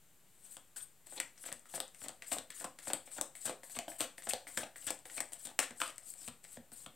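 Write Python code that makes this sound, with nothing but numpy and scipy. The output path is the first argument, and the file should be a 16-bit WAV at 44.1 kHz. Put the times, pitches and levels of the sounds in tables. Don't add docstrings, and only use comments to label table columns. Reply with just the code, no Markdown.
import sys
import numpy as np
from scipy import signal
from scipy.fft import rfft, irfft, next_fast_len
from scipy.io import wavfile
from scipy.ndimage import uniform_filter1d

SR = 44100
rng = np.random.default_rng(int(sys.argv[2]) if len(sys.argv) > 2 else 0)


def bounce(signal):
    frames = np.transpose(np.atleast_2d(signal))
    limited = np.clip(frames, -1, 1)
    pcm = np.round(limited * 32767).astype(np.int16)
    wavfile.write(sys.argv[1], SR, pcm)


def volts(x):
    e = np.asarray(x, float) / 20
    return 10 ** e


N = 306495


def unit(x):
    return x / np.sqrt(np.mean(x ** 2) + 1e-20)


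def along(points, hz):
    point_hz, value = np.transpose(points)
    return np.interp(np.log(hz + 1), np.log(point_hz + 1), value)


def filtered(x, response):
    size = next_fast_len(N + SR // 2)
    spectrum = rfft(x, size) * response(np.fft.rfftfreq(size, 1 / SR))
    return irfft(spectrum, size)[..., :N]


def modes(table):
    def response(f):
        total = 0
        for k, (centre_hz, width_hz, level_db) in enumerate(table):
            damping = 1j * f * width_hz
            sign = (-1) ** k
            total = total + sign * volts(level_db) * damping / (centre_hz ** 2 - f * f + damping)
        return total / np.sqrt(np.mean(abs(total) ** 2))
    return response


def colour(points):
    def response(f):
        cepstrum = irfft(np.log(volts(along(points, f))))
        cepstrum[1:len(f) - 1] *= 2
        cepstrum[len(f):] = 0
        gain = np.exp(rfft(cepstrum))
        return gain / np.sqrt(np.mean(abs(gain) ** 2))
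    return response


# frequency_hz, density_db [dB per Hz]
HUSH = [(25, -8), (58, -8.5), (159, -6.5), (200, -11), (339, -13), (1000, -19), (3000, -20.5), (5800, -26),
        (7300, -18), (8300, -15.5), (10000, -22.5), (13000, -20), (16000, -25.5), (16800, -49)]
HUSH_DB = -68.5


def hush():
    noise = filtered(rng.standard_normal((3, N)), lambda f: volts(along(HUSH, f)))
    shared, left, right = unit(noise)
    return volts(HUSH_DB) * (shared + 0.26 * np.array([left, right]))


# frequency_hz, level_db
EDGE = [(2500, -22), (4500, -11.5), (6200, -13), (7300, -2.5), (8200, 7.5), (9300, -3), (11000, -7),
        (15500, -14.5)]
# frequency_hz, level_db
FLEX = [(500, -28), (1100, 1), (1600, 4), (2400, 2.5), (3400, 4.5), (4800, -1.5), (7000, -1),
        (15000, -19.5)]
# centre_hz, width_hz, level_db
THUMP = [(299, 92, -0.5), (522, 43, 5), (700, 200, 3.5), (860, 1030, -11)]


def body(edge, flex, thump):
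    return filtered(edge, colour(EDGE)) + filtered(flex, colour(FLEX)) + filtered(thump, modes(THUMP))


def grit(rate_hz, depth_db):
    knots = np.minimum(rng.exponential(size=N // 20 + 2), 3.5)
    position = np.arange(N) * np.clip(rate_hz / SR, 0, 1 / 20)
    size = np.interp(position, np.arange(len(knots)), knots)
    return unit(volts(depth_db * size) * rng.standard_normal(N))


def patchy(x, depth_db):
    z = signal.stft(x, nperseg=256)[2]
    field = uniform_filter1d(rng.standard_normal(z.shape), size=6, axis=0)
    field = uniform_filter1d(field, size=6, axis=1)
    return unit(signal.istft(z * volts(depth_db * unit(field)), nperseg=256)[1][:N])


SWELL_MS = 12.5
HISS_PATCH_DB, SCRAPE_GRIT_DB = 3.2, 4.2


def slides(strokes):
    force = np.zeros((4, N))
    for start_s, end_s, from_db, to_db, scrape_db, rustle_db, air_db in sorted(strokes):
        span = slice(round(start_s * SR), round(end_s * SR))
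        fade_db = np.linspace(from_db, to_db, span.stop - span.start)
        steady_db = np.array([[scrape_db], [rustle_db], [air_db]])
        force[0, span] = volts(fade_db)
        force[1:, span] = volts(steady_db)
    hiss, scrape, rustle, air = uniform_filter1d(force, 120, axis=1)
    swell = max(round(SWELL_MS * SR / 1000), 1)
    hiss = np.roll(uniform_filter1d(hiss, swell), swell // 3)
    hiss = hiss * patchy(grit(rate_hz=590, depth_db=1.5), HISS_PATCH_DB)
    top = filtered(hiss, lambda f: 1 / (1 + (10800 / (f + 1)) ** 8))
    hiss = hiss + (air - 1) * top
    scrape = scrape * patchy(grit(rate_hz=330, depth_db=SCRAPE_GRIT_DB), depth_db=1.5)
    rustle = rustle * grit(rate_hz=150, depth_db=5.5)
    return body(hiss, scrape, rustle)


# start_s, end_s, hiss_start_db, hiss_end_db
DRAWS = [(0.286, 0.432, -77, -66), (0.427, 0.492, -66, -46), (0.469, 0.532, -67, -49),
         (1.091, 1.17, -54, -53), (1.357, 1.441, -71, -47.5), (1.513, 1.529, -80, -41),
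         (1.687, 1.753, -55, -53), (1.94, 2.023, -66, -50), (2.265, 2.342, -48.5, -60),
         (2.54, 2.616, -50, -53.5), (2.818, 2.88, -54, -49), (3.107, 3.159, -52.5, -49),
         (3.404, 3.468, -48, -51.5), (3.699, 3.77, -49, -56), (4.228, 4.293, -50.5, -54.5),
         (4.504, 4.565, -55.5, -51), (4.805, 4.884, -53, -51), (5.098, 5.176, -53.5, -47.5),
         (5.383, 5.46, -56.5, -48.5), (5.755, 5.796, -62, -53), (6.016, 6.087, -69, -46),
         (6.15, 6.195, -64, -51), (6.201, 6.286, -52.5, -51), (6.43, 6.514, -61, -59),
         (6.512, 6.57, -52, -59.5), (6.756, 6.85, -53, -57.5)]
DRAW_SCRAPE_DB, DRAW_RUSTLE_DB, DRAW_AIR_DB = -16, -24, -1.5


def draws():
    strokes = []
    for start_s, end_s, from_db, to_db in DRAWS:
        mean_db = (from_db + to_db) / 2
        strokes.append((start_s, end_s, from_db, to_db,
                        mean_db + DRAW_SCRAPE_DB, mean_db + DRAW_RUSTLE_DB, DRAW_AIR_DB))
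    return strokes


WALL_MS, WALL_DB = 7, -14.5


def wall(x):
    return volts(WALL_DB) * np.roll(x, round(WALL_MS * SR / 1000))


# frequency_hz, t60_s
ROOM = [(200, 0.26), (700, 0.28), (2000, 0.28), (8000, 0.27), (14000, 0.22)]
# frequency_hz, level_db
WET = [(1000, -3), (5000, -6.5), (12000, -9)]


def room(x):
    wet, step = np.zeros(N + SR), SR // 8
    for start in range(0, N, step):
        hz, t, z = signal.stft(rng.standard_normal(SR // 3), SR, nperseg=256)
        decay = volts(-60 * t / along(ROOM, hz)[:, None])
        tail = signal.istft(z * decay, SR, nperseg=256)[1]
        echo = signal.fftconvolve(x[start:start + step], tail / np.linalg.norm(tail))
        wet[start + 180:][:len(echo)] += echo
    return filtered(wet[:N], lambda f: volts(along(WET, f)))


# start_s, end_s, hiss_db, scrape_db
PEELS = [(0.51, 0.587, -52, -75), (0.763, 0.811, -47.5, -63), (0.812, 0.848, -47.5, -81),
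         (1.06, 1.091, -56, -69), (1.656, 1.679, -60, -69.5), (2.221, 2.28, -59, -65.5),
         (2.501, 2.55, -58, -62.5), (2.793, 2.81, -53, -63), (3.056, 3.104, -54.5, -70),
         (3.35, 3.423, -52.5, -68.5), (3.633, 3.715, -50.5, -78), (3.88, 3.973, -47, -72),
         (4.175, 4.232, -52.5, -72), (4.471, 4.51, -46.5, -60), (4.757, 4.812, -50.5, -68),
         (5.052, 5.102, -50.5, -67), (5.32, 5.372, -51, -64), (5.989, 6.035, -63, -85),
         (6.09, 6.148, -48.5, -82), (6.722, 6.752, -48.5, -70)]
PEEL_FADE_DB, PEEL_RUSTLE_DB, PEEL_AIR_DB = -16, -16.5, 3.5


def peels():
    return [(start_s, end_s, hiss_db, hiss_db + PEEL_FADE_DB, scrape_db, scrape_db + PEEL_RUSTLE_DB, PEEL_AIR_DB)
            for start_s, end_s, hiss_db, scrape_db in PEELS]


def snaps(contacts):
    push, t = np.zeros((3, N + SR)), np.arange(2048) / SR
    for start_s, length_ms, edge_db, flex_db, flex_hz, thump_db in contacts:
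        spent = t / np.clip(length_ms / 1000, .0003, .015)
        rise = 1 - np.exp(-(4.3 + 20 / length_ms) * spent)
        shape = np.exp(-1.1 * spent ** 0.82) * rise
        shape += 1.86 * np.exp(-length_ms / 6) * np.exp(-t / 0.00054)
        ragged = volts(2.0 * np.repeat(rng.standard_normal(64), 32))
        burst = rfft(shape * ragged * rng.standard_normal((3, len(t))))
        burst = irfft(burst / abs(burst)) * shape ** .5
        soft = np.clip(0.039 * (-48 - edge_db), 0, .8)
        burst[0] = signal.lfilter([1], [1, -soft], burst[0])
        hard = min(.45 * volts((flex_db + 70) / 3), (flex_hz / 2600) ** 1.5)
        bend = signal.lfilter(*signal.iirpeak(flex_hz, 4.2, SR), burst[1])
        burst[1] = hard * burst[1] + bend
        energy = volts([[edge_db], [flex_db], [thump_db]]) * np.sqrt(SR)
        burst = energy * burst / np.linalg.norm(burst, axis=1, keepdims=True)
        push[:, round(start_s * SR):][:, :len(t)] += burst
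    return body(*push[:, :N])


# start_s, flex_db, flex_hz, thump_db
LANDINGS = [(0.568, -81, 1200, -84), (1.1233, -86, 1580, -79), (1.1775, -76.5, 3850, -75),
            (1.439, -78, 1620, -79.5), (1.4877, -78, 2160, -73.5), (1.7394, -78, 1660, -66.5),
            (2.0167, -81, 1650, -78.5), (2.0424, -83, 2240, -75), (2.0605, -83, 2250, -69.5),
            (2.0915, -77, 1350, -71.5), (2.101, -101, 1060, -81), (2.6101, -78, 1650, -81),
            (2.8719, -73.5, 1550, -67.5), (2.9014, -68.5, 1590, -61.5), (2.9082, -74, 1550, -70),
            (3.1829, -73, 1430, -69), (3.494, -68.5, 970, -62), (3.7663, -71.5, 1070, -72),
            (3.8808, -77, 3200, -72), (4.2706, -71, 1540, -68), (4.6328, -73, 2670, -81),
            (5.17, -80, 2190, -79), (5.179, -69, 2220, -69.5), (5.7069, -76, 1860, -73),
            (5.8025, -71, 1500, -80), (6.5707, -81, 1760, -75), (6.7187, -93, 2160, -82),
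            (6.862, -76, 3200, -75), (6.284, -78, 1300, -86), (3.075, -84, 2180, -81)]
LANDING_MS, LANDING_EDGE_DB = 4.35, -10


def landings():
    return [(start_s, LANDING_MS, flex_db + LANDING_EDGE_DB, flex_db, flex_hz, thump_db)
            for start_s, flex_db, flex_hz, thump_db in LANDINGS]


# start_s, length_ms, edge_db, flex_hz
FLICKS = [(0.76, 18, -63, 1670), (1.5265, 1.3, -61, 3100), (1.754, 9.4, -60, 1700), (2.327, 8, -56, 1300),
          (2.597, 12, -64, 1800), (2.88, 6.6, -60.5, 2000), (3.453, 12, -55.5, 1610),
          (4.288, 20, -53, 2000), (4.865, 14, -57, 1600), (5.3329, 2.8, -62.5, 4700),
          (5.4512, 8.9, -62, 4400), (5.9812, 2.1, -66, 2200), (5.802, 2.9, -63.5, 3600),
          (0.568, 3.2, -68.5, 3600), (6.284, 1.4, -66.5, 1300), (6.863, 2.7, -70, 2300),
          (6.7182, 3.6, -74, 1400), (7.2, 3.3, -73.5, 1650), (6.1387, 0.98, -75, 2700)]
FLICK_FLEX_DB, FLICK_THUMP_DB = -18, -23


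def flicks():
    return [(start_s, length_ms, edge_db, edge_db + FLICK_FLEX_DB, flex_hz, edge_db + FLICK_THUMP_DB)
            for start_s, length_ms, edge_db, flex_hz in FLICKS]


RING_RISE_MS = .6


def single_modes(touches):
    out, t = np.zeros(N + SR), np.arange(2048) / SR
    for start_s, pitch_hz, level_db, width_hz in touches:
        swell = 1 - np.exp(-1000 * t / RING_RISE_MS)
        tone = np.sin(2 * np.pi * pitch_hz * t) * np.exp(-np.pi * width_hz * t) * swell
        out[round(start_s * SR):][:len(t)] += volts(level_db) * np.sqrt(SR) * tone / np.linalg.norm(tone)
    return out[:N]


# start_s, pitch_hz, level_db, width_hz
RINGS = [(0.765, 1500, -81, 250), (1.178, 4200, -74, 900), (1.2009, 4200, -64, 900),
         (1.1233, 650, -80, 150), (1.656, 1330, -86, 120), (1.7394, 330, -72, 60), (2.2218, 2500, -79, 700),
         (2.322, 450, -71, 200), (2.5032, 1750, -78, 400), (2.643, 1000, -67, 200),
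         (2.7871, 1740, -80, 400), (3.188, 1500, -70, 250), (3.3543, 2260, -80, 400),
         (3.476, 3100, -73, 400), (3.768, 2300, -76, 400), (3.7887, 720, -69, 120), (3.8808, 680, -65, 120),
         (3.8808, 312, -73, 65), (3.8808, 1560, -76, 120), (3.918, 2020, -77, 700),
         (4.1819, 2030, -75, 500), (4.272, 1540, -68, 250), (4.2706, 750, -71, 200),
         (4.3095, 2450, -67, 450), (4.3115, 3200, -70, 500), (4.3346, 720, -60, 130),
         (4.3346, 560, -66, 80), (4.4702, 2020, -75, 300), (4.5741, 2900, -68, 400),
         (4.7591, 2030, -76, 500), (5.0549, 2020, -81, 300), (5.0973, 1590, -81, 300),
         (5.181, 2290, -66, 200), (5.204, 2290, -73, 300), (5.5904, 1770, -61, 300),
         (5.5904, 3370, -60, 400), (5.628, 1800, -64, 400), (5.8025, 1550, -72, 200),
         (5.8166, 1260, -58, 160), (5.8166, 1050, -65, 250), (5.5904, 5300, -62, 700),
         (6.284, 3200, -76, 1500), (6.5707, 3200, -84, 400), (5.8166, 3040, -65, 200),
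         (6.1387, 2300, -86, 400), (6.278, 500, -76, 60), (6.278, 850, -78, 80), (6.5707, 520, -78, 60),
         (6.862, 1300, -80, 100)]


def rings():
    return single_modes(RINGS)


# start_s, edge_db, flex_db, thump_db
GRIPS = [(1.069, -74, -91, -86), (1.379, -88, -95, -99), (1.9466, -75, -85, -96), (2.0381, -76, -94, -81),
         (2.2219, -71.5, -74, -80.5), (2.5036, -66, -74, -85), (2.788, -69.5, -78, -84),
         (3.3528, -72, -81, -82.5), (3.633, -74, -80, -79), (3.6974, -70, -89, -84.5),
         (3.9192, -78, -83, -93), (4.1808, -73, -80, -77), (4.2216, -71.5, -83, -102),
         (4.469, -80, -80, -79), (4.4838, -94, -85, -83), (4.7588, -85, -81, -85),
         (5.0551, -74, -79.5, -77), (5.0986, -80, -77.5, -101), (5.3208, -71, -86, -84.5),
         (5.8779, -66, -95, -85), (1.461, -74, -83, -75), (1.778, -75, -79, -67.5), (4.0, -85, -75, -81),
         (1.656, -83, -93, -94), (6.4413, -71, -93, -94), (6.4481, -77, -82.5, -87)]
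GRIP_MS, GRIP_HZ = 4, 1950


def grips():
    return [(start_s, GRIP_MS, edge_db, flex_db, GRIP_HZ, thump_db)
            for start_s, edge_db, flex_db, thump_db in GRIPS]


# start_s, end_s, hiss_db, scrape_db, rustle_db
SETTLES = [(1.161, 1.188, -50, -55, -52), (1.452, 1.497, -43, -55.5, -67), (1.738, 1.783, -41, -55, -58),
           (2.025, 2.062, -44, -62, -74), (2.048, 2.068, -54, -57.5, -67), (2.314, 2.36, -36, -45.5, -43.5),
           (2.336, 2.394, -45.5, -59, -54.5), (2.607, 2.633, -46, -59, -54.5),
           (2.872, 2.92, -44.5, -62, -64), (3.164, 3.195, -44, -57.5, -52), (3.451, 3.514, -43, -53, -57),
           (3.751, 3.779, -47, -53.5, -56), (3.984, 4.01, -41.5, -60, -62), (4.004, 4.049, -37, -47, -52.5),
           (4.292, 4.3, -31, -66, -51), (4.569, 4.64, -40, -53, -51), (4.874, 4.902, -51, -47.5, -61.5),
           (5.171, 5.191, -44, -51, -55.5), (5.453, 5.516, -53, -62, -64), (5.62, 5.647, -39, -47, -64),
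           (5.799, 5.906, -44.5, -54, -65)]
SETTLE_FADE_DB, SETTLE_AIR_DB = -14.5, 1


def settles():
    return [(start_s, end_s, hiss_db, hiss_db + SETTLE_FADE_DB, scrape_db, rustle_db, SETTLE_AIR_DB)
            for start_s, end_s, hiss_db, scrape_db, rustle_db in SETTLES]


# start_s, edge_db, flex_db, flex_hz, thump_db
SLAPS = [(1.2009, -56, -59.5, 2100, -68), (1.5182, -72, -73.5, 1920, -74.5),
         (1.8027, -58, -63.5, 3700, -65.5), (2.0841, -61.5, -77.5, 2750, -87),
         (2.3202, -63, -67.5, 2470, -63), (2.3846, -63, -69.5, 3570, -81),
         (2.6428, -61.5, -68, 1110, -64.5), (2.9337, -52.5, -63.5, 3760, -61.5),
         (3.212, -54, -65, 4070, -63.5), (3.4769, -85, -75, 1500, -66.5), (3.7887, -60, -65, 2680, -63.5),
         (4.006, -57.5, -60.5, 3330, -60), (4.0146, -68, -67, 1460, -73), (4.308, -79, -68, 2470, -84),
         (4.3346, -58, -60, 4140, -65), (4.5741, -58.5, -59, 1730, -63), (4.8811, -80, -70, 1700, -73),
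         (4.9049, -56, -68, 2260, -62.5), (5.2043, -56.5, -66.5, 1880, -66),
         (5.471, -66.5, -77.5, 3420, -77), (5.5904, -49.5, -53, 2500, -57.5),
         (5.5999, -55.5, -63, 1834, -75), (5.8166, -64, -60, 2600, -67), (6.278, -69, -75, 2600, -77)]
SLAP_MS, SLAP_SHORTENS = 3.02, 1


def slaps():
    return [(start_s, SLAP_MS * (2500 / flex_hz) ** SLAP_SHORTENS, edge_db, flex_db, flex_hz, thump_db)
            for start_s, edge_db, flex_db, flex_hz, thump_db in SLAPS]


# start_s, pitch_hz, level_db, width_hz
CATCHES = [(1.379, 5800, -84, 1200), (1.595, 8200, -80, 1500), (1.88, 8200, -77, 1500),
           (2.0925, 8200, -71, 900), (3.136, 8300, -73, 900), (3.416, 7800, -72, 900),
           (3.496, 8500, -67, 700), (3.65, 8600, -77, 900), (4.782, 8300, -74, 1200),
           (4.845, 8200, -72, 900), (4.99, 8200, -79, 1500), (5.166, 8400, -68, 900),
           (5.289, 8500, -80, 1200), (5.709, 8300, -74, 900), (5.96, 8200, -80, 1200),
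           (5.9812, 8400, -66, 600), (6.1387, 8500, -74, 700), (6.545, 8800, -80, 1500)]


def catches():
    return single_modes(CATCHES)


# start_s, level_db
PALM = [(1.5163, -75), (1.7402, -73.5), (1.8005, -78), (2.016, -77), (2.0593, -78), (2.3232, -73),
        (2.3839, -76), (2.6012, -79), (2.6457, -73), (2.8734, -70.5), (2.9344, -70.5), (3.1845, -71),
        (3.4555, -73), (3.4949, -77), (3.769, -69.5), (3.881, -78), (4.0073, -71), (4.2715, -74.0),
        (4.3368, -75), (4.5714, -67), (4.8673, -71), (5.17, -79), (5.2042, -86), (5.451, -76),
        (5.5902, -84), (5.707, -75), (6.2772, -68), (6.572, -69), (6.7192, -78.5), (6.8647, -73)]
# centre_hz, width_hz, level_db
HOLLOW = [(72, 40, -10.5), (117, 56, -7), (236.3, 23.3, 2)]


def palm():
    push = np.zeros(N)
    for start_s, level_db in PALM:
        push[round(start_s * SR) + 60] = volts(level_db) * np.sqrt(SR)
    return filtered(push, lambda f: modes(HOLLOW)(f) / (1 + 1j * f / 400) ** 2)


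def scene():
    rubbing = slides(draws() + peels() + settles())
    blows = snaps(landings() + flicks() + grips() + slaps())
    cards = rubbing + blows + rings() + catches() + palm()
    return hush() + cards + wall(cards) + room(cards)


def band_limit(x):
    return signal.sosfilt(signal.butter(12, 16980, fs=SR, output="sos"), x)


# frequency_hz, left_over_right_db
LEFT = [(300, 0), (700, -0.6), (1400, 0.2), (2300, 3), (4000, 3.5), (6000, 6.5), (7000, 13.5), (8200, 12.5),
        (9500, 8), (10600, 1), (12000, -2.5), (15000, -1)]
TOP_HZ = 15800
OFFSET = -.0005


def record(dry):
    def ports_response(f):
        lean = volts(along(LEFT, f))
        low_cut = (1j * f / (1j * f + 45)) ** 2
        high_cut = volts(-23 * (f > TOP_HZ) - 40 * (f > TOP_HZ + 1000))
        return low_cut * high_cut * 2 / (1 + lean) * np.array([lean, np.ones(len(f))])
    ports = filtered(dry, ports_response)
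    ports = ports / (1 + abs(ports / .36) ** 4) ** (1 / 4)
    return band_limit(ports + OFFSET)


dry = scene()
out = record(dry)
bounce(out)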